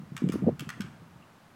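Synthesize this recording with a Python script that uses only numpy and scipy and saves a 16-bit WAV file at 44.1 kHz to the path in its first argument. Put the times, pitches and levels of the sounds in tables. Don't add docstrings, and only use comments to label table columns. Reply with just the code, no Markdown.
import sys
import numpy as np
from scipy import signal
from scipy.fft import rfft, irfft
from scipy.io import wavfile
from scipy.ndimage import uniform_filter1d

SR = 44100
rng = np.random.default_rng(int(sys.argv[2]) if len(sys.argv) > 2 else 0)


def file_out(sig):
    cols = np.atleast_2d(sig).T
    lim = np.clip(cols, -1, 1)
    pcm = np.round(lim * 32767).astype(np.int16)
    wavfile.write(sys.argv[1], SR, pcm)


N = 68355

# (time [s], level [dB])
RUMBLE_RIDE = [(0, -47), (.05, -55), (.11, -50.5), (.2, -51), (.3, -38.5), (.42, -41.5), (.49, -29.5),
               (.56, -48.5), (.66, -49.5), (.74, -52.5), (.86, -44.5), (.93, -52.5), (1.08, -54),
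               (1.18, -54.5), (1.26, -62), (1.55, -61)]
# (frequency [Hz], relative level [dB])
RUMBLE_SPECTRUM = [(20, -30), (45, -38.5), (80, -2), (140, 1.5), (240, -2), (400, -20), (700, -25),
                   (1500, -34.5), (16000, -79)]
# (frequency [Hz], relative level [dB])
HUSH_SPECTRUM = [(30, -7), (60, -20), (120, -12.5), (220, 1), (400, -6), (700, -3.5), (1200, -4),
                 (2000, -11.5), (2900, -16), (4000, -19), (8000, -25.5), (16000, -31)]
# (time [s], strength [dB], pitch [Hz], decay time [s])
BODY_KNOCKS = [(.003, -27, 140, 0.0032), (.018, -25.5, 145, 0.0081), (0.0315, -23.5, 140, 0.0039),
               (0.1189, -20, 136, 0.0092), (0.1478, -24.5, 134, 0.0089), (.22, -13, 220, .006),
               (.2252, -20, 130, .006), (.2392, -6, 158, .0071), (.2511, -34, 406, .006),
               (.2601, -14.5, 147, .035), (.2719, -36, 429, .007), (.2766, -14, 145, .022),
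               (.2948, -1, 211, .0021), (.3075, -34, 195, .05), (.3389, -31, 432, .0038),
               (.3396, -20, 191, .0143), (.3558, -13, 275, .0036), (.3849, -34, 245, .045),
               (.4217, -10, 189, .0049), (.4295, -28, 364, .006), (.4362, -9, 153, .0079),
               (.4425, -30, 620, .0033), (.4664, -21, 470, .008), (.4677, -13, 182, .0157),
               (.4738, -9.5, 230, .0085), (.4803, -15, 455, .008), (.4882, -15, 330, .0045),
               (.4896, -11, 520, .0021), (.5115, -19, 133, .017), (.606, -23.5, 136, 0.014),
               (.6214, -29.5, 269, 0.0071), (0.6696, -21, 143, 0.0086), (0.7724, -37.5, 244, 0.0072),
               (0.8009, -20, 191, 0.011), (0.841, -27.5, 147, .016), (1.0175, -35, 159, 0.014),
               (1.1585, -32.5, 109, 0.02), (1.198, -37, 161, 0.006)]
# (frequency [Hz], relative level [dB])
RUB_SPECTRUM = [(20, -56), (80, -18), (160, 2), (300, 5), (450, -5), (650, -18), (900, -25.5), (1500, -37),
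                (16000, -75.5)]
# (time [s], gain [dB], housing pitch [ratio], extra ring [Hz],
# presence [dB], treble [dB], top [dB], scrape gain [dB])
CATCH_CLICKS = [(0.1667, -30.5, 1.06, 1868, -3, -0.5, -2, -24), (.2890, -39, 1.0, 2360, 2.5, 3, -2, -28),
                (.3220, -31.5, .92, 1210, -5.5, -3.5, 2.5, -16),
                (0.5952, -33.5, 0.99, 2630, 2.5, 2.5, 8, -26),
                (0.6919, -29.5, .99, 1934, -2, -0.5, -2.5, -27),
                (0.8072, -30.5, 1.01, 3308, 0.5, -0.5, -2.5, -27)]
# (delay [s], strength [dB])
CATCH_LANDINGS = [(0, 10), (.0009, 7)]
# (frequency [Hz], gain [dB])
SNAP_EQ = [(200, -43), (700, -18), (1200, 2), (3300, 3), (4100, -8), (5200, -6), (7600, -6), (10000, -12),
           (13000, -16.5), (16000, -18)]
# (frequency [Hz], level [dB], T60 [s])
HOUSING_MODES = [(1216, -9.5, 0.035), (1483, -8.5, 0.036), (2034, -15, 0.022), (2260, -15.5, 0.072),
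                 (2713, -13, 0.027), (3294, -10.5, 0.013), (4994, -13.5, 0.014), (6320, -18, 0.014),
                 (7460, -17, 0.012)]
# (frequency [Hz], gain [dB])
SCRAPE_EQ = [(300, -19), (1300, 7), (2500, -18), (3800, -4), (5200, 3), (8000, -13), (10500, -7.5),
             (16000, -23.5)]
# (delay [s], gain [dB])
WALL_ECHOES = [(.0108, -4.5)]
# (frequency [Hz], T60 [s])
YARD_DECAY = [(500, 1), (1300, 0.47), (2500, 0.56), (5000, 0.3), (9000, 0.61), (16000, 0.27)]


def amp(db):
    return 10 ** (np.asarray(db) / 20)


def curve_at(points, hz):
    point_hz, value = np.transpose(points)
    return np.interp(np.log(hz + 1), np.log(point_hz), value)


def add(mix, start_s, sound):
    part = mix[max(round(start_s * SR), 0):][:len(sound)]
    part += sound[:len(part)]


def noise(spectrum):
    gain = amp(curve_at(spectrum, np.fft.rfftfreq(N, 1 / SR)))
    bed = irfft(rfft(rng.standard_normal(N)) * gain, N)
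    return bed / bed.std()


def equalise(x, eq):
    log_gain = np.log(amp(curve_at(eq, abs(np.fft.fftfreq(2048, 1 / SR)))))
    taps = np.fft.ifft(np.exp(np.conj(signal.hilbert(log_gain)))).real
    return signal.fftconvolve(x, taps)[:len(x)]


def lowpass(x, hz, order):
    return signal.sosfilt(signal.butter(order, hz, fs=SR, output="sos"), x)


def air(hush_db=-58.5):
    rumble_db = np.interp(np.arange(N) / SR, *np.transpose(RUMBLE_RIDE))
    return amp(rumble_db) * noise(RUMBLE_SPECTRUM) + amp(hush_db) * noise(HUSH_SPECTRUM)


def handling_knocks(rise_cycles=.41, settle_s=.0132, low_cut_hz=148, high_cut_hz=920, rub_db=-14.5):
    bumps, t = np.zeros(N), np.arange(SR // 4) / SR
    for start_s, db, hz, decay_s in BODY_KNOCKS:
        cycles = hz * (t + .123 * settle_s * (1 - np.exp(-t / settle_s)))
        attack = 1 - np.exp(-(t * hz / rise_cycles) ** 2)
        add(bumps, start_s, amp(db) * attack * np.exp(-t / decay_s) * np.sin(2 * np.pi * cycles))
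    hz = np.fft.rfftfreq(2 * N, 1 / SR) + 1
    band = 1 / (1 + (low_cut_hz / hz) ** 4) / (1 + (hz / high_cut_hz) ** 10)
    thuds = irfft(rfft(bumps, 2 * N) * band)[:N]
    motion = np.sqrt(abs(uniform_filter1d(thuds ** 2, round(.0045 * SR))))
    return thuds + amp(rub_db) * motion * noise(RUB_SPECTRUM)


def housing_ring(t, pitch, extra_hz, detune=.025):
    modes = [(hz * pitch * (1 + detune * rng.uniform(-.93, 1)), db, t60)
             for hz, db, t60 in HOUSING_MODES]
    modes.append((extra_hz, -13.5, .054))
    return sum(amp(db - 60 * np.maximum(t, 0) / t60) * np.sin(2 * np.pi * (hz * t + rng.random()))
               for hz, db, t60 in modes)


def catch_clicks(slide_s=.00065, snap_s=.0017, rattle_s=.005, scrape_s=.034, grain_db=6.5):
    lead_s = (SR // 250) / SR
    t = np.arange(SR // 4) / SR - lead_s
    after = np.maximum(t, 0)
    slide = np.exp(np.minimum(t, 0) / slide_s)
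    burst = amp(-1) * np.exp(-after / snap_s) + amp(-7) * np.exp(-after / rattle_s)
    for start_s, db, pitch, extra_hz, presence_db, treble_db, top_db, scrape_db in CATCH_CLICKS:
        force = slide * burst * rng.standard_normal(len(t))
        for delay_s, landing_db in CATCH_LANDINGS:
            add(force, lead_s + delay_s, amp([landing_db]))
        snap = equalise(force, SNAP_EQ)
        ring = slide * housing_ring(t, pitch, extra_hz)
        grit = rng.standard_normal(len(t)) * amp(grain_db * rng.standard_normal(len(t)))
        scrape = amp(scrape_db) * equalise(slide * np.exp(-after / scrape_s) * grit, SCRAPE_EQ)
        tone = [(1520, 0), (3040, presence_db), (7400, treble_db), (14000, top_db)]
        click = np.zeros(N)
        add(click, start_s - lead_s, amp(db) * equalise(snap + ring + scrape, tone))
        yield click


def wall_slap(click, scatter_s=.0025, scatter_db=-5):
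    slap, t = np.zeros(N), np.arange(SR // 50) / SR
    scatter = rng.standard_normal(len(t)) * np.exp(-t / scatter_s)
    rough = signal.fftconvolve(click, scatter / np.linalg.norm(scatter))[:N]
    for delay_s, db in WALL_ECHOES:
        add(slap, delay_s, amp(db) * (click + amp(scatter_db) * rough))
    return slap


def yard_tail(click, predelay_s=.008, send_db=-2.5, blur_hz=352, high_cut_hz=4230):
    hz, t, bands = signal.stft(rng.standard_normal(SR), SR, nperseg=256)
    wash = signal.istft(bands * amp(-60 * t / curve_at(YARD_DECAY, hz)[:, None]), SR)[1]
    colour = np.sqrt(abs(uniform_filter1d(abs(rfft(click)) ** 2, round(blur_hz * N / SR))))
    wet = irfft(rfft(wash / np.linalg.norm(wash), N) * colour, N)[:SR]
    tail, peak_s = np.zeros(N), np.argmax(abs(click)) / SR
    add(tail, peak_s + predelay_s, amp(send_db) * lowpass(wet, high_cut_hz, order=1))
    return tail


def far_chirp(start_s=1.21, length_s=.04, start_hz=2660, rise_hz=200, gain_db=-61.5):
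    chirp, progress = np.zeros(N), np.linspace(0, 1, round(length_s * SR))
    flutter = lowpass(rng.standard_normal(len(progress)), hz=110, order=2)
    note = np.sin(2 * np.pi * np.cumsum(start_hz + rise_hz * progress) / SR)
    add(chirp, start_s, amp(gain_db) * np.sin(np.pi * progress) * flutter / flutter.std() * note)
    return chirp


def scene():
    reel = sum(click + wall_slap(click) + yard_tail(click) for click in catch_clicks())
    return (reel + far_chirp() + handling_knocks() + air())[None]


def record(dry):
    high_cut = signal.firwin(511, 16000, window=("kaiser", 9), fs=SR)
    return signal.oaconvolve(dry, high_cut[None], "same")


dry = scene()
out = record(dry)
file_out(out)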